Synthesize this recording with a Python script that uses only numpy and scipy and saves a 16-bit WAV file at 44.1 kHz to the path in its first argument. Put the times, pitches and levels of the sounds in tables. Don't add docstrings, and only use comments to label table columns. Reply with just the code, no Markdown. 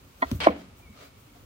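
import sys
import numpy as np
from scipy import signal
from scipy.fft import rfft, irfft, next_fast_len
from scipy.io import wavfile
from scipy.ndimage import map_coordinates

SR = 44100
rng = np.random.default_rng(int(sys.argv[2]) if len(sys.argv) > 2 else 0)


def ratio_of_db(decibels):
    return 10 ** (np.asarray(decibels, float) / 20)


def file_out(sig):
    cols = np.atleast_2d(sig).T
    lim = np.clip(cols, -1, 1)
    pcm = np.round(lim * 32767).astype(np.int16)
    wavfile.write(sys.argv[1], SR, pcm)


N = 63945


def seconds():
    return np.arange(N) / SR


def unit(x):
    return x / np.sqrt(np.mean(x ** 2) + 1e-20)


def along(points, hz):
    f, v = np.transpose(points)
    return np.interp(np.log(hz + 1), np.log(f + 1), v)


def closed(points):
    below = (points[0][0] / 2, -120)
    above = (points[-1][0] * 1.05, -120)
    return lambda hz: ratio_of_db(along([below, *points, above], hz))


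def filtered(x, response):
    m = next_fast_len(x.shape[-1] + SR // 2)
    spectrum = rfft(x, m) * response(np.fft.rfftfreq(m, 1 / SR))
    return irfft(spectrum, m)[..., :x.shape[-1]]


def low_cut(hz, corner_hz, damping):
    f = hz / corner_hz
    return ((1j * f) ** 2 / (1 + damping * 1j * f - f ** 2)) ** 2


def wobble(rate_hz):
    knots = rng.standard_normal(int(N * rate_hz / SR) + 4)
    return map_coordinates(knots, [np.arange(N) * rate_hz / SR])


# pitch_hz, correlation
PORT_LIKENESS = [(100, 0.88), (300, 1), (700, -0.099), (1300, -0.00077), (3000, -0.041)]


def paired(pair):
    def mid_side(hz):
        angle = np.arccos(np.clip(along(PORT_LIKENESS, hz), -1, 1)) / 2
        return np.array([np.cos(angle), np.sin(angle)])

    mid, side = filtered(pair, mid_side)
    return np.array([mid + side, mid - side])


def rush(points, spiky_db=0.0):
    grain = ratio_of_db(spiky_db * wobble(700))
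    return unit(paired(filtered(rng.standard_normal((2, N)) * grain, closed(points))))


def swells(rows):
    t = seconds()
    return sum(ratio_of_db(db) * np.exp(-.5 * ((t - centre) / half_width) ** 2) for centre, half_width, db in rows)


# pitch_hz, level_db per Hz
RUMBLE_TONE = [(15, -50.5), (45, -1), (82, -2.5), (140, -6), (200, -14.5), (281, -8.5), (325, -22),
               (352, -13.5), (430, -17), (600, -22), (780, -41), (1320, -120)]
# pitch_hz, level_db per Hz
HISS_TONE = [(500, -6), (700, -3), (1320, -2), (1600, -8.5), (2300, -5.5), (6000, -14), (11000, -19),
             (16000, -23)]


def background():
    unrest_db = 2 * wobble(13.84) + .5 * wobble(3.6)
    rumble = unit(ratio_of_db(unrest_db) * rush(RUMBLE_TONE))
    hiss = ratio_of_db(-59.5 + 0.41 * wobble(18)) * rush(HISS_TONE)
    return ratio_of_db(-54) * rumble + hiss


# pitch_hz, t60_s
ROOM_DECAY = [(100, 0.44), (300, 0.42), (1000, 0.3), (3000, 0.43), (8000, 0.23)]


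def garage(x):
    hz, t, grains = signal.stft(rng.standard_normal((2, SR // 2)), SR, nperseg=256)
    decay = ratio_of_db(-60 * t / along(ROOM_DECAY, hz)[:, None])
    tail = paired(signal.istft(grains * decay, SR, nperseg=256)[1])
    late = np.pad(x.mean(0), (250, 0))[None]
    return signal.fftconvolve(late, tail / np.linalg.norm(tail[0]), axes=1)[:, :N]


# centre_s, half_width_s, level_db
DRAG_SWELLS = [
    (.3, 0.06, -48.5),
    (.6, 0.033, -53),
    (.795, 0.017, -65),
    (1.02, 0.044, -49.5),
    (1.365, .015, -61),
]
# pitch_hz, level_db per Hz
DRAG_COLOUR = [(200, -9), (620, 4.5), (900, -9), (1250, 2), (1700, -7), (4000, -7.5), (7500, -17),
               (12000, -29)]
# centre_s, half_width_s, level_db
FIZZ_SWELLS = [(.1, 0.19, -66.5), (.23, 0.035, -65), (.345, 0.034, -53), (.5, .02, -63.5),
               (.6, 0.022, -69), (.79, 0.02, -64), (.92, 0.12, -67.5), (1.05, 0.028, -64.5),
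               (1.2, 0.024, -66), (1.3, 0.085, -67), (1.43, .04, -69.5)]
# pitch_hz, level_db per Hz
FIZZ_COLOUR = [(6000, -9.5), (9000, -12.5), (12000, -13), (15000, -3), (16000, -5.5)]


def drag_and_fizz():
    drag = swells(DRAG_SWELLS) * rush(DRAG_COLOUR, spiky_db=1.5)
    fizz = swells(FIZZ_SWELLS) * rush(FIZZ_COLOUR, spiky_db=2.0)
    return drag + fizz


# time_s, pitch_hz, level_db
SINGING = [(.74, 2300, -75), (.78, 2350, -80), (.8, 2300, -72), (.832, 2380, -63), (0.853, 2280, -63.5),
           (.882, 2241, -57.5), (.914, 2243, -62.5), (.932, 2235, -62), (0.957, 2260, -64.5),
           (.985, 2400, -67), (1.019, 2240, -61.5), (1.085, 2250, -65.5), (1.12, 2231, -69),
           (1.2, 2260, -77.5)]


def sing():
    s, hz, db = np.transpose(SINGING)
    t = seconds()
    pitch_hz = np.interp(t, s, hz) + 40 * wobble(150)
    level_db = np.interp(t, s, db, left=-140, right=-140) + 3.94 * wobble(69.97)
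    phase = 2 * np.pi * np.cumsum(pitch_hz) / SR
    return ratio_of_db(level_db) * np.sin(phase + np.array([[0], [.9]]))


# start_s, level_db, t60_s
BUZZ = (.476, -31, 0.43)
# pitch_hz, level_db per Hz
BUZZ_TONE = [(150, -3.5), (270, 0), (524, -12.5), (782, -10), (1000, -18.5), (2270, -20), (6000, -42.5)]


def shudder():
    start, db, t60 = BUZZ
    t = seconds() - start
    onset = np.clip(t / 0.0037, 0, 1)
    lumpy_db = db - 60 * t / t60 + 1.234 * wobble(110)
    return onset * ratio_of_db(lumpy_db) * rush(BUZZ_TONE, spiky_db=1.7)


# time_s, level_db, t60_s
TOUCHES = [
    (.2205, -45, 0.021),
    (0.3148, -28.5, .012),
    (0.4039, -36, 0.014),
    (.4705, -36.5, 0.0041),
]
# pitch_hz, level_db per Hz
TOUCH_TONE = [(590, -34), (1000, -6), (6940, -17), (8360, -23), (9720, -17), (16000, -24)]


def ticks():
    t = seconds()
    shape = sum(ratio_of_db(db - 60 * np.abs(t - s) / np.where(t < s, .003, t60)) for s, db, t60 in TOUCHES)
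    return shape * rush(TOUCH_TONE)


# time_s, level_db
SCRAPE_PRESSURE = [
    (.4015, -61),
    (.4035, -30.5),
    (.409, -31),
    (.418, -27),
    (.436, -29),
    (.456, -32),
    (.468, -35),
    (.49, -70),
    (.53, -120),
]
# pitch_hz, level_db per Hz
FRICTION_TONE = [(250, -7.5), (700, -3), (1500, -4), (2500, -6), (4500, -12), (7700, -29.5), (11000, -40.5),
                 (16000, -41.5)]
# pitch_hz, width_hz, gain_db
STEEL_RINGS = [(2265, 50, 9), (3185, 70, 7), (4110, 40, 5), (4970, 40, 6), (8260, 40, 19), (9620, 80, 8),
               (11900, 50, 15), (14200, 50, 8), (14900, 70, 12)]


def scrape():
    pressure_db = np.interp(seconds(), *np.transpose(SCRAPE_PRESSURE), left=-140, right=-140)
    friction = ratio_of_db(pressure_db + 1.2 * wobble(90.7)) * rush(FRICTION_TONE)

    def steel(f):
        return 1 + sum(ratio_of_db(gain_db) * 1j * f * width / (centre ** 2 - f ** 2 + 1j * f * width)
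                       for centre, width, gain_db in STEEL_RINGS)

    return filtered(friction, steel)


# start_s, level_db, pitch_hz, t60_s, rise_s
PART_RINGS = [(.2235, -7, 1032, .042, .004), (.2229, -9.5, 922, .045, 0.0059),
              (.2237, -13.5, 660, .05, .003), (.2229, -15, 748, .055, .004), (.2215, -5.5, 1922, .04, .004),
              (.2185, -38, 4235, .04, .002), (.2185, -31, 2400, .03, .002), (.223, -14, 268, .06, .005),
              (0.25, -35, 1960, .04, .003), (.239, -57, 4240, .05, .003), (.2425, -34, 750, .04, .003),
              (.3143, -1.5, 243, .035, .006), (.3505, -17.5, 76, .07, 0.0021), (.47, 3, 312, .03, .004),
              (.479, -12.5, 1060, .04, .003), (.484, -17, 1270, .03, .002), (.489, -8, 275, .04, .005),
              (.497, -13, 500, .04, .004), (.51, -29.5, 700, .05, .004), (.508, -40, 2300, .03, .003),
              (0.95, -47, 708, 0.065, 0.0039), (0.95, -42, 275, 0.093, 0.0047),
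              (1.352, -44.5, 710, 0.074, 0.0043), (1.27, -43.5, 300, .08, .005)]
# start_s, level_db, pitch_hz, t60_s
SOFT_THUDS = [(0.247, -32, 69.1, 0.22), (.313, -36.5, 554, 0.084), (0.3233, -4, 99.3, 0.032),
              (.324, -32.5, 369, 0.085), (0.3447, -16.5, 149.9, 0.033), (.356, -31.5, 280, .06),
              (.378, -28.5, 90.4, .08), (.39, -31.5, 170, .1), (.405, -34.5, 75, 0.3),
              (0.421, -35.5, 170, 0.11), (.487, -27.5, 208, 0.12), (0.489, -29.5, 75.3, .17),
              (0.546, -42.5, 278, 0.22), (.595, -43, 185.2, 0.27), (0.886, -38, 74.7, 0.14),
              (.895, -43, 214.4, 0.12)]


def thuds():
    rows = [*PART_RINGS, *[(*row, 0.41 / row[2]) for row in SOFT_THUDS]]
    s, db, hz, t60, rise = np.transpose(rows)[:, :, None]
    t = np.maximum(seconds() - s, 0)
    swing = ratio_of_db(db - 60 * t / t60) * np.sin(2 * np.pi * hz * t) * (1 - np.exp(-t / rise)) ** 2
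    return -swing.sum(0) * np.ones((2, 1))


def struck(rows, modes, scatter_db, attack_s, detune=0):
    out = np.zeros((2, N + SR))
    t = np.arange(SR // 3) / SR
    hz, level_db, t60 = np.transpose(modes)[:, :, None]
    luck = rng.standard_normal((30, 4, len(modes), 1))
    for (s, db), (both, off, left, right) in zip(rows, luck):
        start = round(s * SR)
        wave = np.sin(2 * np.pi * hz * (1 + detune * off) * t) * (1 - np.exp(-t / attack_s)) ** 2
        for port, own in enumerate((left, right)):
            scatter = scatter_db * (both + own * np.minimum(hz / 1500, 1))
            ring = ratio_of_db(level_db + scatter - 60 * t / t60) * wave
            out[port, start:start + len(t)] -= ratio_of_db(db) * ring.sum(0)
    return out[:, :N]


# time_s, level_db
KNOCK_CONTACTS = [
    (.2190, -31),
    (.2216, -25),
    (.2245, -23.5),
    (.2274, -18),
    (.2352, -27.5),
    (.2445, -31.5),
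]
# pitch_hz, level_db, t60_s
KNOCK_RINGS = [(425, -4, 0.019), (700, -11.5, .03), (1030, -6, .02), (1148, -7.5, 0.035),
               (1370, -3.5, .025), (2142, -11, .025), (3310, -20, .025), (3470, -21.5, .02),
               (4235, -26.5, 0.0307)]
# time_s, level_db
BLOW_CONTACTS = [
    (.4615, -18.5),
    (.4645, -16),
    (.4678, -8.5),
    (.4695, 3),
    (.4768, -12),
]
# pitch_hz, level_db, t60_s
BLOW_RINGS = [(215, -23.5, 0.024), (310, -28.5, .05), (652.7, -1.5, 0.023), (718, -5, 0.027),
              (802, -8, .024), (1040, -6, .018), (1275, -14.5, .016), (1680, -15.5, .012),
              (1890, -11, .014), (2200, -16.5, .012), (3120, -24.5, .014)]
# time_s, level_db
REBOUNDS = [
    (.4835, -13),
    (.4915, -29.5),
    (.503, -33.5),
    (.519, -35.5),
    (.533, -37),
    (.547, -40),
    (.797, -48),
    (1.36, -50.5),
]


def knocks():
    knock = struck(KNOCK_CONTACTS, KNOCK_RINGS, scatter_db=5.0, attack_s=0.00042, detune=.003)
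    blow = struck(BLOW_CONTACTS, BLOW_RINGS, scatter_db=3.0, attack_s=0.00064)
    rebounds = struck(REBOUNDS, BLOW_RINGS, scatter_db=6, attack_s=.0012, detune=.12)
    tool = filtered(knock + blow + rebounds, lambda hz: low_cut(hz, corner_hz=170, damping=1.2))
    return tool + thuds()


def scene():
    lag_s, room_db = .0003, -12
    knock_share = .33
    sides = np.array([[-1], [1]])
    hits = filtered(knocks(), lambda hz: np.exp(1j * np.pi * hz * lag_s * sides))
    rub = ticks() + scrape()
    room = ratio_of_db(room_db) * garage(knock_share * hits + rub)
    return background() + drag_and_fizz() + sing() + shudder() + room + rub + hits


def band_limit(x):
    return signal.sosfilt(signal.butter(12, 16680, fs=SR, output="sos"), x)


def record(dry):
    def microphone(hz):
        return np.clip((15900 - hz) / 100, 0, 1) * low_cut(hz, corner_hz=40, damping=1.4)

    x = filtered(dry, microphone)
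    mix = x / (1 + np.abs(x) ** 8) ** (1 / 8)
    return band_limit(mix)


dry = scene()
out = record(dry)
file_out(out)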